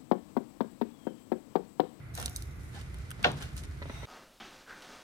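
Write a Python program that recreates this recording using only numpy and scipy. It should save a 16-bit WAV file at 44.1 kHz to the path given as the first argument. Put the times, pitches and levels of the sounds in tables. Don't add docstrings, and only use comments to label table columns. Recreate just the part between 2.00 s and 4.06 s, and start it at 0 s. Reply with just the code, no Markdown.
import sys
import numpy as np
from scipy import signal
from scipy.fft import rfft, irfft
from scipy.io import wavfile

SR = 44100
rng = np.random.default_rng(int(sys.argv[2]) if len(sys.argv) > 2 else 0)


def pcm_store(signal):
    levels = np.round(np.clip(np.atleast_2d(signal), -1, 1) * 32767)
    wavfile.write(sys.argv[1], SR, levels.astype(np.int16).T)


N = 90669
T = np.arange(N) / SR
HZ = np.maximum(np.arange(N // 2 + 1) * SR / N, 1)
SIDES = np.array([[.5], [-.5]])
LN_1000 = np.log(1000)

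# (start [s], rise [s], hold [s], t60 [s], level [dB], treble tilt [dB/oct])
SCUFFS = [(0.134, 0.021, 0.089, 0.2, -51.5, -2.5), (0.19, 0.01, 0.02, 0.74, -52.5, -5),
          (0.34, 0.016, 0.025, 0.47, -58, 2), (0.583, 0.023, 0.091, 0.5, -65, 4.5),
          (0.711, 0.05, 0.019, 0.5, -49, -4), (0.824, 0.17, 1, -7, -58.5, -3),
          (1.179, 0.022, 0.0062, 0.85, -45.5, -11.5), (1.358, 0.018, 0.012, .12, -52, -2),
          (1.401, 0.029, 0.0027, 0.17, -46, -3), (1.555, 0.022, 0.016, 0.09, -51, 2.5),
          (1.625, 0.015, 0.014, -0.65, -56.5, -0.5)]
# (frequency [Hz], level [dB])
DIRT_SPECTRUM = [(150, 21), (400, 0.5), (1100, -0.5), (1550, 6.5), (2600, 3), (4000, 5), (7000, 3.5),
                 (9300, 3.5), (11500, -5.5), (14000, -6), (15200, -23), (16000, -34)]
# (time [s], level [dB], t60 [s])
THUMPS = [(0.25, -40.5, 0.044), (1.27, -39.5, 0.7), (1.531, -46.5, 0.34)]
# (frequency [Hz], level [dB])
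THUMP_SPECTRUM = [(50, -18), (100, -36), (140, 4), (190, -9.5), (300, -16), (800, -35), (4000, -74)]
# (start [s], rise [s], hold [s], t60 [s], level [dB])
CRACKLES = [(0.136, 0.0089, 0.05, 1.25, -52)]
# (frequency [Hz], level [dB])
CRACKLE_SPECTRUM = [(3000, -36), (3800, 9), (4500, -5), (5200, 8), (6000, 7), (7300, 2), (9200, 4),
                    (11500, 1), (12700, 2.5), (14200, 2), (15000, -13), (16000, -17)]
# (time [s], level [dB], time constant [s], woody body [dB], treble tilt [dB/oct])
SNAPS = [(0.1517, -33, 0.0022, -35, 6.5), (0.1766, -31.5, 0.0006, -18, 0), (0.1994, -31.5, 0.002, -17, 4.5),
         (0.215, -36, 0.0009, -8, 10), (0.227, -34, 0.00091, -1, 2), (0.249, -44, 0.00098, -19, 4),
         (0.2583, -32, 0.002, -24, 11), (0.2593, -21, 0.00085, -27, -5), (0.28, -40.5, 0.0011, 3.5, -14),
         (0.296, -38.5, 0.00091, -25, 13.5), (0.3617, -23, 0.00074, -38, 1.5),
         (0.368, -35, 0.0015, -33, 10), (0.4229, -35.5, 0.0013, -32, 2), (0.8126, -45.5, 0.0035, -4, -1),
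         (0.9436, -45, 0.0011, -7, 7), (0.986, -50.5, 0.0014, -13.5, 7), (1.1057, -37.5, 0.0014, -4, 13),
         (1.1127, -47.5, .001, -3.5, 6.5), (1.1141, -40, 0.0022, -1.5, 7), (1.228, -37.5, 0.0031, -10, -3),
         (1.317, -36, 0.00086, -14, -2), (1.4234, -38.5, 0.0053, -4, -3), (1.567, -36, 0.0006, -5.5, 10.5),
         (1.6362, -44, 0.0025, -3, 0)]
# (frequency [Hz], level [dB])
SPLINTER_SPECTRUM = [(2500, -31), (3350, -20), (3700, 8), (4600, -0.5), (5300, 3.5), (6100, 2.5),
                     (7200, -1), (8800, 11), (11500, -11.5), (13500, 3), (14500, -8), (16000, -24)]
# (frequency [Hz], level [dB])
WOODY_SPECTRUM = [(300, 1), (900, -11), (1450, 12.5), (2300, -12), (3000, 9.5), (4000, -7), (6000, -36)]
# (frequency [Hz], level [dB], t60 [s])
STALK_MODES = [(3840, -7, 0.011), (4530, -9.5, 0.01), (6160, -5, 0.0046), (8350, -1.5, 0.0073),
               (9400, -4, 0.0033), (13800, -17, 0.0025)]

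# (time [s], level [dB], hard contact [dB])
BLOWS = [(0.175, -20, -42), (1.2447, 0.5, 3.5)]
# (frequency [Hz], level [dB], t60 [s])
HOLLOW_MODES = [(488.8, -29, 0.15), (603, -32, 0.16), (720, -21.5, 0.13), (809, -27.5, 0.089),
                (940, -36, 0.18), (1112, -38, 0.2), (1411, -26.5, 0.1), (1564, -26, 0.067),
                (1810, -28.5, 0.1), (2100, -26, 0.032), (2720, -24, 0.049), (2880, -46, 0.028),
                (3400, -26, 0.051), (4130, -35, 0.14)]
# (centre [Hz], level [dB], rise [s], t60 [s])
CLATTER_BANDS = [(169, -42.5, 0.016, 0.21), (340, -37, 0.0053, 0.31), (720, -30, 0.014, 0.15),
                 (1230, -30, 0.0016, 0.15), (2800, -29, 0.00023, 0.084), (4500, -40.5, 0.00062, 0.13),
                 (9300, -61.5, .001, 0.5)]
# (frequency [Hz], level [dB], t60 [s])
CRACK_MODES = [(1500, -18, .009), (2150, -14, .006), (2950, -15, .006)]
# (frequency [Hz], level [dB])
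GRAZE_SPECTRUM = [(500, -12), (1600, 2), (3000, 6.5), (5500, -10), (7000, -25), (9000, -21), (16000, -50)]
# (start [s], rise [s], hold [s], t60 [s], level [dB], treble tilt [dB/oct], pitch [ratio])
RUBS = [(0.187, 0.0093, 0.038, 0.4, -47.5, 0, 1), (0.729, 0.031, .025, -0.38, -51, 1.5, 1.11),
        (1.401, 0.018, 0.022, 0.24, -50, 5.5, 1.04)]

# (time [s], level [dB], rubbing t60 [s], tilt [dB/oct])
KNOCKS = [(1.818, -36.5, 0.06, -0.5), (1.825, -38, 0.077, 6), (1.8555, -40, 0.15, -2),
          (1.897, -34.5, 0.087, 0.5), (2.031, -39, 0.44, -1)]
# (frequency [Hz], level [dB], t60 [s])
KNOCK_MODES = [(297, -2.5, 0.038), (559, -2.5, 0.066), (970, -8.5, 0.11), (1302, -3.5, 0.013),
               (1980, -6, 0.028), (3970, -13, 0.0075)]
# (frequency [Hz], level [dB])
KNOCK_RUB_SPECTRUM = [(150, 8), (400, -3), (760, -11), (1200, -11), (2200, -9.5), (4000, -17), (7000, -41),
                      (16000, -55)]
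# (frequency [Hz], width [Hz], level [dB])
SCRAPE_RESONANCES = [(864, 390, 2), (1400, 100, -3), (2060, 130, 3), (2660, 370, -4), (3727, 85, 5),
                     (5870, 200, -3.5), (8500, 830, -14.5)]

# (delay [s], level [dB])
REFLECTIONS = [(.0013, -27), (.0029, -18), (.0046, -6), (.0075, -13.5)]
# (frequency [Hz], level [dB])
RUMBLE_SPECTRUM = [(20, -75), (35, -14), (50, -2.5), (72, 1.5), (100, -4.5), (118, -2.5), (150, -8),
                   (200, -18.5), (300, -24), (500, -32), (1000, -81)]
# (frequency [Hz], level [dB])
AIR_SPECTRUM = [(100, -8.5), (350, 9), (480, 1), (620, 1.5), (1000, -2.5), (1450, 3), (1750, -3.5),
                (2030, 3), (2800, -9.5), (6000, -19), (9500, -18), (14300, -21), (15200, -52), (16000, -37)]

DOG_LAG_S, HOLLOW_LEAD_S = 0.0002, 0.00015


def scuffs(grain_share=0.55, pan_db=-0.5):
    grains = np.sqrt(grain_share) * grit(per_s=1400, spread_db=4)
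    dust = np.sqrt(1 - grain_share) * white()
    strokes = 0
    for start, rise, hold, t60, db, tilt in SCUFFS:
        dirt = stereo(grains + dust, colour(DIRT_SPECTRUM) * treble(tilt), 0.27, DOG_LAG_S, pan_db)
        strokes += from_db(db) * swell(start, rise, hold, t60) * dirt
    return strokes


def thumps():
    low = stereo(white(), colour(THUMP_SPECTRUM), coherence=0.92, pan_db=-0.5)
    return low * sum(from_db(db) * swell(start, 0.011, 0, t60) for start, db, t60 in THUMPS)


def crackle():
    clicks = grit(per_s=2200, spread_db=2.5)
    fibres = stereo(clicks, colour(CRACKLE_SPECTRUM), coherence=1, lag_s=0.000291)
    return fibres * sum(from_db(db) * swell(*timing) for *timing, db in CRACKLES)


def snaps(coherence=0.64, lag_s=0.0001773, pan_db=-4.5):
    noise, bright = white(), colour(SPLINTER_SPECTRUM)
    wood = stereo(white(), colour(WOODY_SPECTRUM), coherence, DOG_LAG_S)
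    bursts = rings = 0
    for start, db, tau_s, wood_db, tilt in SNAPS:
        burst = swell(start, 0.0001, tau_s / 2, tau_s * LN_1000)
        scatter = from_db(-16.5) * swell(start, 0.0019, 0, 0.051)
        splinters = from_db(-6) * stereo(noise, bright * treble(tilt), coherence, lag_s, pan_db)
        bursts += from_db(db) * (burst + scatter) * (splinters + from_db(wood_db) * wood)
        rings += from_db(db) * struck(STALK_MODES, start, lag_s, tilt)
    return bursts + butterworth(rings, "high", cutoff_hz=3550, order=5) * from_db(SIDES * pan_db)


def hollow_blows(coherence=0.29, rise_cycles=4.8, graze_tau_s=0.0024, echo_db=-13):
    skid = stereo(white(), colour(GRAZE_SPECTRUM), coherence, -HOLLOW_LEAD_S)
    bands = [stereo(grit(per_s=4000, spread_db=2), octave(hz), coherence, -HOLLOW_LEAD_S, pan_db=1)
             for hz, *_ in CLATTER_BANDS]
    out = 0
    for start, db, contact_db in BLOWS:
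        ring = clatter = 0
        for hz, mode_db, t60 in HOLLOW_MODES:
            lead_s = HOLLOW_LEAD_S * (1 + (610 / hz) ** 2)
            cycles = hz * (T - start + SIDES * lead_s) + rng.random()
            ring += from_db(mode_db) * swell(start, rise_cycles / hz, 0, t60) * np.sin(2 * np.pi * cycles)
        echo = from_db(echo_db) * swell(start, 0.023, 0, 0.37)
        for band, (_, band_db, rise, t60) in zip(bands, CLATTER_BANDS):
            clatter += from_db(band_db) * band * (swell(start, rise, 0, t60) + echo)
        crack = butterworth(struck(CRACK_MODES, start, -HOLLOW_LEAD_S), "low", cutoff_hz=4370, order=4)
        graze = from_db(-23.5) * skid * np.exp(-np.minimum(abs(T - start) / graze_tau_s, 20))
        out += from_db(db) * (ring + clatter + from_db(contact_db) * (crack + graze))
    return out


def rubs():
    power = sum(from_db(db) ** 2 / ((LN_1000 / t60) ** 2 + (2 * np.pi * (HZ - hz)) ** 2)
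                for hz, db, t60 in HOLLOW_MODES)
    noise, out = white(), 0
    for start, rise, hold, t60, db, tilt, pitch in RUBS:
        gain = np.interp(HZ / pitch, HZ, np.sqrt(power)) * treble(tilt)
        friction = stereo(noise, gain, coherence=0.6, lag_s=-HOLLOW_LEAD_S)
        out += from_db(db) * swell(start, rise, hold, t60) * friction
    return out


def knocks(lag_s=0.00017):
    rub = from_db(-8.5) * stereo(white(), colour(KNOCK_RUB_SPECTRUM), 0.39, lag_s, pan_db=-1)
    out = 0
    for start, db, rub_t60, tilt in KNOCKS:
        ring = struck(KNOCK_MODES, start, lag_s, tilt)
        out += from_db(db) * (ring + rub * swell(start, 0.00052, 0, rub_t60))
    return out


def scrape():
    power = sum(from_db(db) ** 2 / (1 + ((HZ ** 2 - hz ** 2) / (HZ * width_hz)) ** 2)
                for hz, width_hz, db in SCRAPE_RESONANCES)
    envelope = swell(start_s=1.85, rise_s=0.09, hold_s=0.12, t60_s=0.3)
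    return from_db(-51.5) * envelope * stereo(white(), np.sqrt(power), coherence=0.2)


def reflected(x, path_spread=0.023):
    out = x.copy()
    for delay_s, db in REFLECTIONS:
        for ear, ear_delay_s in enumerate(delay_s * (1 + SIDES * path_spread)):
            out[ear] += from_db(db) * np.interp(T - ear_delay_s, T, x[ear], left=0)
    return out


def background():
    rumble = stereo(white(), colour(RUMBLE_SPECTRUM), coherence=0.92, pan_db=-1.5)
    air = stereo(white(), colour(AIR_SPECTRUM), coherence=0.11, lag_s=DOG_LAG_S)
    return from_db(-42) * rumble + from_db(-55.5) * air


def struck(modes, start_s, lag_s, db_per_octave=0):
    span = slice(int(start_s * SR) - 50, int(start_s * SR) + SR // 5)
    t = np.maximum(T[span] - start_s - SIDES * lag_s, 0)
    out = np.zeros((2, N))
    for k, (hz, db, t60) in enumerate(modes):
        gain = (-1) ** k * from_db(db + db_per_octave * np.log2(hz / modes[2][0]))
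        out[:, span] += gain * np.exp(-LN_1000 * t / t60) * np.sin(2 * np.pi * hz * t)
    return out


def swell(start_s, rise_s, hold_s, t60_s):
    t = T - start_s
    fade = np.clip((t - rise_s - hold_s) / max(t60_s, 1e-4), 0, 10)
    return np.clip(t / rise_s, 0, 1) * np.exp(-LN_1000 * fade)


def grit(per_s, spread_db):
    sizes = from_db(spread_db * np.minimum(rng.exponential(1, N), 4))
    hits = rng.random(N) < per_s / SR
    grains = sizes * hits * rng.choice([-1, 1], (3, N))
    return grains / grains.std()


def white():
    return rng.standard_normal((3, N))


def stereo(noise, gain, coherence, lag_s=0, pan_db=0):
    spectra = rfft(noise)
    direct = np.sqrt(coherence) * spectra[0] * np.exp(-2j * np.pi * HZ * lag_s * SIDES)
    diffuse = np.sqrt(1 - coherence) * spectra[1:]
    x = irfft((direct + diffuse) * gain, N)
    return x / np.sqrt(np.mean(x ** 2)) * from_db(SIDES * pan_db)


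def colour(points):
    hz, db = np.transpose(points)
    return from_db(np.interp(np.log(HZ), np.log(hz), db)) * np.minimum(HZ / hz[0], 1) ** 2


def treble(db_per_octave):
    return from_db(db_per_octave * np.log2(np.maximum(HZ / 1000, 1)))


def octave(centre_hz):
    return 1 / np.sqrt(1 + (2 * np.log2(HZ / centre_hz)) ** 8)


def butterworth(x, kind, cutoff_hz, order):
    return signal.sosfilt(signal.butter(order, cutoff_hz, kind, fs=SR, output="sos"), x + 1e-18)


def from_db(db):
    return 10 ** (np.asarray(db) / 20)


def scene():
    with_reflections = reflected(scuffs() + thumps() + crackle() + knocks() + scrape())
    return with_reflections + snaps() + hollow_blows() + rubs() + background()


def record(dry):
    return signal.sosfilt(signal.ellip(10, .2, 80, 16300, fs=SR, output="sos"), dry)


dry = scene()
out = record(dry)
pcm_store(out)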